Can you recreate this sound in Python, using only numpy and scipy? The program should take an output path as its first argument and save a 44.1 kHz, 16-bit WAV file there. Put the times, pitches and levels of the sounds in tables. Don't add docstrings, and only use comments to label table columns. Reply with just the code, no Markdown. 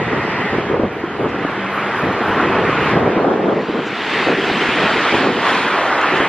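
import sys
import numpy as np
from scipy import signal
from scipy.fft import rfft, irfft, next_fast_len
from scipy.io import wavfile
from scipy.ndimage import uniform_filter1d, minimum_filter1d, map_coordinates

SR = 44100
rng = np.random.default_rng(int(sys.argv[2]) if len(sys.argv) > 2 else 0)


def volts_from_db(level):
    exponent = np.asarray(level, float) / 20
    return 10 ** exponent


def wav_out(sig):
    wavfile.write(sys.argv[1], SR, np.round(np.clip(np.atleast_2d(sig).T, -1, 1) * 32767).astype(np.int16))


N = 277168
STEP = 64


def unit(x):
    return x / np.sqrt(np.mean(x ** 2) + 1e-20)


def power_db(power):
    return 10 * np.log10(np.abs(power) + 1e-12)


def curves(rows):
    s, *cols = np.transpose(rows)
    return [np.interp(np.arange(N) / SR, s, c) for c in cols]


def per_sample(x):
    return np.interp(np.arange(N), np.arange(0, N, STEP), x)


def wobble(rate):
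    return map_coordinates(rng.standard_normal(int(N * rate / SR) + 4), [np.arange(N) * rate / SR])


def colour(x, points, turn=0):
    m = next_fast_len(N + 8192)
    hz, db = np.transpose(points)
    log_hz = np.log(np.fft.rfftfreq(m, 1 / SR) + 1)
    gain = volts_from_db(np.interp(log_hz, np.log(hz), db, -120, -120))
    return unit(irfft(rfft(x, m) * gain * np.exp(1j * turn), m)[:N])


def patchy(depth_db):
    z = signal.stft(rng.standard_normal(N + 512), nperseg=512)[2]
    field = uniform_filter1d(rng.standard_normal(z.shape), size=4, axis=0)
    field = uniform_filter1d(field, size=10, axis=1)
    return signal.istft(z * volts_from_db(depth_db * unit(field)), nperseg=512)[1][:N]


# time in seconds, strength in dB, deep rumble over it in dB.
BREEZE = [(0, -20.5, -10.5), (.5, -24, -11.5), (.85, -19.5, -14.5), (1.08, -25.5, -13.5), (1.4, -23, -14.5),
          (1.7, -29, -12), (2.1, -23.5, -12), (2.55, -15.5, -15), (2.85, -24, -7.5), (3.2, -17, -23),
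          (3.65, -26.5, -27.5), (4.0, -27.5, -21.5), (4.4, -21, -21.5), (4.95, -24, -17),
          (5.45, -25.5, -26), (5.6, -21.5, -31.5), (5.95, -40, -22), (6.28, -31, -26)]
# start in seconds, length in seconds, level in dB, difference between the ports in dB relative
GUSTS = [(0, 0.025, -19.5, -19), (0.115, 0.046, -17.5, -14), (0.524, 0.011, -16, -23),
         (.575, 0.026, -17.5, -14), (0.708, .06, -15.5, -12), (.79, .05, -18, -13),
         (1.198, 0.064, -16.5, -15.5), (1.312, 0.089, -22.5, -20), (1.436, 0.012, -18.5, -16),
         (2.035, 0.066, -21, -20), (2.61, 0.088, -20, -14), (2.794, 0.034, -20, -19),
         (2.905, .05, -17, -22), (2.954, 0.15, -15.5, -13), (3.163, .17, -15, -11), (3.345, .05, -16, -14),
         (3.42, .11, -15.5, -13), (3.554, 0.06, -17.5, -22), (3.685, 0.022, -16.5, -20),
         (3.735, .06, -16.5, -19), (3.85, .03, -21, -22), (4.172, 0.026, -20.5, -22),
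         (4.264, 0.058, -15, -18.5), (4.475, 0.085, -21.5, -24), (4.784, 0.056, -19.5, -24.5),
         (4.977, 0.025, -22, -25), (5.13, 0.11, -17, -22.5), (5.22, .07, -15.5, -22),
         (5.31, .07, -17.5, -20), (6.118, 0.11, -19, -20), (6.198, 0.036, -22, -29)]
RISE_S, FALL_S = 0.014, 0.022
LINGER_S = .08
BREEZE_APART_DB = -22


def gusts():
    t = np.arange(N) / SR
    breeze_db, deep_db = curves(BREEZE)
    both, one = volts_from_db(2 * breeze_db), volts_from_db(2 * (breeze_db + BREEZE_APART_DB))
    for s, length, db, under_db in GUSTS:
        corners = [s - RISE_S, s + RISE_S, s + length, s + length + 2 * FALL_S]
        shape = np.interp(t, corners, [0, 1, 1, 0]) ** 2
        both = both + volts_from_db(2 * db) * shape
        one = one + volts_from_db(2 * (db + under_db)) * shape
    size = int(LINGER_S * SR) + 1
    slow_both = power_db(uniform_filter1d(both, size=size))
    slow_one = power_db(uniform_filter1d(one, size=size))
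    return power_db(both), slow_both + deep_db, slow_one


def thumps(table, t60):
    out, t = np.zeros(N + SR), np.arange(SR // 10) / SR
    shape = (1 - np.exp(-t / (0.18 * t60))) * volts_from_db(-60 * t / t60)
    for (s, db, hz), phase in zip(table, rng.uniform(0, 2 * np.pi, len(table))):
        push = np.sin(2 * np.pi * hz * t + phase)
        push += 0.21 * np.sin(2 * np.pi * 1.91 * hz * t + 2 * phase)
        out[round(s * SR):][:len(t)] += volts_from_db(db + 6) * shape * push
    return out[:N]


def stirred(lumps, share):
    hits = rng.uniform(size=N) < 350 / SR
    kicks = unit(hits * np.clip(rng.standard_normal(N), -2, 2))
    return lumps * (share * kicks + rng.standard_normal(N))


# time in seconds, peak in dB, pitch in Hz.
THUMPS = [(.528, -16, 306), (.583, 1.5, 351), (.668, -6, 216), (.712, -2, 400), (.797, 1, 277),
          (.835, 0, 250), (1.038, -2.5, 347), (1.193, -14, 333), (1.231, -4, 440), (1.267, -13, 500),
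          (1.449, -0.5, 300), (1.577, -6, 358), (2.035, -4, 211), (2.068, 0, 470), (2.165, -6, 432),
          (2.306, -5, 290), (2.496, -3, 357), (2.783, -6, 460), (3.174, 1.5, 353), (3.696, -5, 320),
          (4.27, -4, 524), (4.384, -3, 377), (4.514, -8, 236), (4.689, -4, 263), (4.957, -5, 428),
          (5.151, -2.5, 296), (5.329, -17.5, 326), (5.494, -8, 404), (6.138, -4, 406), (6.202, -1, 291)]
# time in seconds, peak in dB, pitch in Hz.
SNAPS = [(.743, -2, 536), (.8, -6, 587), (.833, -9, 616), (1.213, -9, 592), (1.259, -9, 520),
         (1.449, -8, 680), (2.968, -6.5, 770), (3.053, -6, 501), (3.249, -2, 772), (3.415, -6, 501),
         (4.285, 0.5, 695), (4.499, -2.5, 740)]
# frequency in Hz, level in dB per Hz.
BUFFET = [(50, -47.5), (100, -21), (190, -5), (420, -2.5), (480, -4), (520, -17), (750, -12.5),
          (1100, -28.5), (2000, -41.5)]
# frequency in Hz, level in dB per Hz.
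RUMBLE = [(15, -30.5), (30, -24.5), (60, -8.5), (110, 1), (160, 3), (260, -28.5)]
# frequency in Hz, level in dB per Hz.
CRACKLE = [(250, -14.5), (500, 5.5), (800, -3), (1200, -5), (1700, -17), (3000, -42)]
# frequency in Hz, level in dB per Hz.
EDDIES = [(80, -42.5), (200, -17.5), (350, 3.5), (520, 1.5), (750, 1), (1100, 0), (1500, -1.5), (2000, -14),
          (3000, -31)]


def wind(gust_db, deep_db, eddy_db):
    lumps = volts_from_db(.5 * wobble(16) + 1.5 * wobble(70))
    crackle_db = -33.5 + 1.95 * (gust_db + 21.5)
    common = volts_from_db(gust_db - 2.5) * colour(stirred(lumps, .9), BUFFET)
    common += volts_from_db(deep_db + 1.0) * colour(stirred(lumps, .3), RUMBLE)
    common += volts_from_db(crackle_db) * colour(stirred(lumps, .8), CRACKLE)
    common += thumps(THUMPS, t60=.019) + thumps(SNAPS, t60=.013)
    apart = volts_from_db(eddy_db - 1.04) * colour(stirred(lumps, 1.2), EDDIES)
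    return np.array([common, apart])


DUCK_FROM_DB, DUCK_RATIO, DUCK_HOLDS_S = -20, 0.41, .12


def ducking(gust_db):
    keep = np.exp(-1 / (DUCK_HOLDS_S * SR))
    load_db = power_db(signal.lfilter([1 - keep], [1, -keep], volts_from_db(2 * gust_db)))
    return volts_from_db(-DUCK_RATIO * np.maximum(load_db - DUCK_FROM_DB, 0))


# time in seconds, pitch in Hz, level in dB.
DRONE = [(0, 198.4, -36), (1.2, 199.5, -46.5), (1.5, 200.1, -33.5), (2.3, 204, -35.5), (2.9, 200.5, -31.5),
         (3.3, 198, -45), (6.28, 184.8, -56.5)]


def engine():
    hz, db = curves(DRONE)
    phase = 2 * np.pi * np.cumsum(hz + 5 * wobble(25)) / SR
    note = volts_from_db(db + 2.5 + 2.4 * wobble(10)) * np.sin(phase)
    return np.array([note, np.zeros(N)])


# time in seconds, level in dB.
SQUEAKS = [(.155, -53), (.405, -52), (.66, -65), (.92, -56), (1.18, -55), (1.44, -54), (1.695, -47),
           (1.95, -45), (2.21, -48), (2.5, -62), (2.765, -51)]
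SQUEAK_HZ, SQUEAK_SAG_HZ_PER_S = 11400, 370
SQUEAK_T60_S, SQUEAK_LENGTHENS = .28, .55


def squeaks():
    out, t = np.zeros((2, N + SR)), np.arange(SR // 3) / SR
    flutter_db, shake_hz = 4 * wobble(90), 150 * wobble(300)
    for s, db in SQUEAKS:
        at = round(s * SR)
        hz = SQUEAK_HZ - SQUEAK_SAG_HZ_PER_S * s
        t60 = SQUEAK_T60_S * np.exp(SQUEAK_LENGTHENS * s)
        drop_hz, creep_hz = 900 * np.exp(-t / .012), 650 * (1 - np.exp(-t / .09))
        pitch = hz + drop_hz + creep_hz - 120 + shake_hz[at:at + len(t)]
        shape = (1 - np.exp(-t / .015)) * volts_from_db(-60 * t / t60) * np.clip((.29 - t) / .04, 0, 1)
        tone = volts_from_db(db + 6.5) * shape * np.sin(2 * np.pi * np.cumsum(pitch) / SR)
        alike = volts_from_db(np.clip((10700 - pitch) / 25 - 12, -30, -9.5))
        out[:, at:at + len(t)] += tone * [alike, np.ones(len(t))]
    return out[:, :N] * volts_from_db(flutter_db)


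# frequency in Hz, level in dB per Hz.
SING = [(1600, -28), (1820, -2), (1950, 1), (2100, -9.5), (2350, -34.5)]
SING_DB, SING_UNTIL_S, SING_FADE_S, SING_APART_DB = -30.5, 0.5, .12, -6


def tread_song():
    level_db = SING_DB - 20 * np.maximum(np.arange(N) / SR - SING_UNTIL_S, 0) / SING_FADE_S
    common = colour(patchy(depth_db=2), SING)
    apart = volts_from_db(SING_APART_DB) * colour(rng.standard_normal(N), SING)
    return volts_from_db(level_db) * np.array([common, apart])


# time in seconds, level in dB, length in seconds.
PUFFS = [
    (1.294, -52, .02),
    (3.875, -45, 0.041),
    (6.015, -36, 0.0054),
    (6.174, -43.5, 0.041),
]
# frequency in Hz, level in dB per Hz.
GRIT = [(3000, -37), (4500, -3), (7000, -4), (9000, -29), (12000, -39)]


def grit():
    t = np.arange(N) / SR
    puffs = sum(volts_from_db(db) * np.exp(-((t - s) / length) ** 2 * 4) for s, db, length in PUFFS)
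    return puffs * colour(rng.standard_normal(N), GRIT)


# closest moment in seconds, tyre level in dB, nearing time in seconds,
# leaving time in seconds, tread (a number: minus for heavy roar, plus for whine).
FAR_LANE = [
    (0.14, -30, 0.24, 0.56, -0.019),
    (0.57, -28.5, 0.51, 0.058, 0.2),
    (.72, -37, .06, 0.058, .2),
    (1.22, -38, 0.076, 0.13, 0),
    (1.5, -31.5, 0.15, .3, .1),
    (1.95, -27, 0.25, 0.19, -.2),
    (2.42, -26, 0.28, 0.42, -0.43),
    (2.9, -22.5, 0.36, .06, 0.19),
    (3.12, -30, 0.12, .15, .6),
    (6.17, -21, .15, .15, 0.46),
]
# closest moment in seconds, tyre level in dB, nearing time in seconds,
# leaving time in seconds, tread (a number as above).
NEAR_LANE = [
    (4.58, -22, .12, 0.22, 1),
    (4.85, -23, 0.14, 0.093, 0.14),
    (5.14, -20.5, 0.26, 0.19, 0.42),
    (5.48, -20, .06, 0.18, .2),
    (5.83, -28, 0.16, 0.35, -0.9),
]
# closest moment in seconds, level in dB, nearing time in
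# seconds, leaving time in seconds, tread (a number as above).
TRUCK_CAB = [
    (3.7, -35.5, .25, 0.33, 0.036),
    (4.2, -22.5, 0.17, .12, .6),
    (4.42, -27, .1, .15, 1),
]
CAB_HISSES = 1.19
FAR_DB, FALL_OFF = -44, 1.383


def passing(offset_db, tilt_db, near_db=0):
    t, power = np.arange(0, N, STEP) / SR, volts_from_db(2 * FAR_DB)
    for lane, lane_db in (FAR_LANE, 0), (NEAR_LANE, near_db), (TRUCK_CAB, CAB_HISSES * near_db):
        for s, db, nearing, leaving, tread in lane:
            distance = 1 + ((t - s) / np.where(t < s, nearing, leaving)) ** 2
            power = power + volts_from_db(2 * (db + lane_db + tilt_db * tread)) / distance ** FALL_OFF
    return per_sample(power_db(power) + offset_db)


# frequency in Hz, level in dB per Hz.
ROAR = [(40, -27.5), (150, -11), (300, -0.5), (600, -0.5), (1000, 2.5), (1400, 0.5), (1800, -9.5),
        (2600, -45.5)]
# frequency in Hz, level in dB per Hz.
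WHINE = [(900, -31.5), (1400, -8), (1900, 2), (2500, -2.5), (3100, -9), (3700, -27.5), (5000, -63)]
# frequency in Hz, level in dB per Hz.
HISS = [(2400, -5), (3300, 5), (3900, 2), (5000, -6), (6000, -13.5), (7000, -17.5), (8000, -33),
        (10000, -74)]
# frequency in Hz, level in dB per Hz.
FINE = [(6000, -30.5), (7500, 1), (8600, -1), (10000, -8.5), (10800, -13.5), (12000, -50)]
# frequency in Hz, level in dB per Hz.
AIRY = [(10500, -41), (11500, -9.5), (12500, -6.5), (14000, -8), (15200, -10.5), (16000, -51.5)]
FINE_DB, FINE_GROWS = -69, 1.265
AIRY_DB, AIRY_GROWS = -66.5, .9
AIRY_LOSS, FACING_DB = 4.5, -7


def tyres(road, roar_db, whine_db, hiss_db, off_db):
    swell = 0.17 * wobble(7.8)
    over_db = hiss_db + 40
    fine_db = FINE_DB + FINE_GROWS * over_db
    airy_db = AIRY_DB + AIRY_GROWS * over_db - AIRY_LOSS * np.maximum(off_db - FACING_DB, 0)
    common = volts_from_db(roar_db + swell) * colour(road, ROAR)
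    common += volts_from_db(whine_db + swell) * colour(road, WHINE)
    common += volts_from_db(hiss_db + swell) * colour(road, HISS)
    return common + volts_from_db(fine_db) * colour(road, FINE) + volts_from_db(airy_db) * colour(road, AIRY)


# frequency in Hz, level in dB per Hz.
WHINE_ACROSS = [(900, -30), (1500, -6), (2000, 0), (2500, -4), (2900, -11), (3500, -40)]
# frequency in Hz, level in dB per Hz.
HISS_ACROSS = [(2100, -30), (2800, -5), (3300, 0), (4000, 0), (5000, -3), (6000, -8), (6800, -15),
               (8000, -45)]
# frequency in Hz, level in dB per Hz.
FINE_ACROSS = [(5500, -30), (6600, -6), (7200, -1), (8000, 0), (9000, -4), (10000, -6), (11000, -9),
               (12000, -35)]
# frequency in Hz, level in dB per Hz.
TOP_ACROSS = [(10000, -30), (11000, -4), (11700, 1), (13000, -6), (14000, -14), (14500, -15), (15000, -13),
              (15600, -60)]
HISS_APART_DB, FINE_APART_DB, TOP_APART_DB = -4.2, -15.5, -26
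WHINE_APART_DB, WHINE_TURNS, WHINE_LEAST_DB = -17, 2, -25
BEHIND_DB = 5


def between_ports(road, whine_db, hiss_db, share, off_db):
    other = unit(patchy(depth_db=3.0))
    tied = np.clip(share, -.95, .95)
    late = colour(road, [(20, 0), (22000, 0)], turn=-.8)
    both = tied * late + np.sqrt(1 - tied ** 2) * other
    behind_db = BEHIND_DB * abs(tied)
    layers = volts_from_db(HISS_APART_DB) * colour(both, HISS_ACROSS)
    layers = layers + volts_from_db(FINE_APART_DB + behind_db) * colour(both, FINE_ACROSS)
    layers = layers + volts_from_db(TOP_APART_DB + behind_db) * colour(both, TOP_ACROSS)
    shaded = colour(other - .6 * late, WHINE_ACROSS)
    shaded_db = np.maximum(WHINE_APART_DB + WHINE_TURNS * off_db, WHINE_LEAST_DB)
    return volts_from_db(hiss_db + off_db) * layers + volts_from_db(whine_db + shaded_db) * shaded


# time in seconds, share of the difference tied to the
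# common sound (a number from -1 to 1), off-axis difference in dB.
BEARING = [(0, -0.028, 4), (.75, 0, 3.5), (1.3, -0.11, 3.5), (1.8, 0.31, 2), (2.3, .15, 1),
           (3.35, -0.063, 2.5), (3.62, 0.16, -6), (4.25, 0.17, -5), (4.55, -.2, -6), (4.72, -0.2, -4),
           (5.2, -.6, -1.5), (5.7, -0.72, 0.5), (6.28, -.7, 1.5)]
ROAR_DB, ROAR_TILT_DB = 3.5, -7
WHINE_DB, WHINE_TILT_DB = -1.5, 2
HISS_DB, HISS_TILT_DB, NEAR_HISS_DB = -15.5, 0.3, 6


def traffic():
    roar_db, whine_db = passing(ROAR_DB, ROAR_TILT_DB), passing(WHINE_DB, WHINE_TILT_DB)
    hiss_db = passing(HISS_DB, HISS_TILT_DB, NEAR_HISS_DB)
    share, off_db = curves(BEARING)
    road = patchy(depth_db=1.5)
    common = tyres(road, roar_db, whine_db, hiss_db, off_db) + grit()
    return np.array([common, between_ports(road, whine_db, hiss_db, share, off_db)])


def scene():
    gust_db, deep_db, eddy_db = gusts()
    rest = wind(gust_db, deep_db, eddy_db) + engine() + squeaks()
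    common, apart = (traffic() + tread_song()) * ducking(gust_db) + rest
    return np.array([common + apart, common - apart])


def limited(x, top):
    need = np.minimum(1, top / (np.abs(x).max(axis=0) + 1e-9))
    return x * uniform_filter1d(minimum_filter1d(need, size=441), size=221)


def masked(pair):
    hz, _, z = signal.stft(pair, SR, nperseg=2048, noverlap=1536)
    band = np.arange(len(hz)) // 16
    power = np.add.reduceat(np.abs(z) ** 2, np.arange(0, len(hz), 16), axis=1)
    power = uniform_filter1d(power, size=3, axis=2)
    common_db, apart_db = 10 * np.log10(np.abs(power) + 1e-20)[:, band]
    high = hz[:, None] > 6500
    keep_common = ~high | ((common_db > apart_db - 9) & (common_db > -86))
    shrill_db = np.maximum.accumulate(np.where(hz[:, None] > 10000, apart_db, -200), axis=0)
    keep_apart = (apart_db > common_db - 25.5) & ~(high & (apart_db < shrill_db - 19))
    return signal.istft(z * [keep_common, keep_apart], SR, nperseg=2048, noverlap=1536)[1][:, :N]


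def band_limit(x):
    return signal.sosfilt(signal.butter(12, 15300, fs=SR, output="sos"), x)


def record(dry):
    left, right = limited(dry, top=.84)
    common, apart = masked(np.array([left + right, left - right]) / 2)
    return band_limit(np.array([common + apart, common - apart]))


dry = scene()
out = record(dry)
wav_out(out)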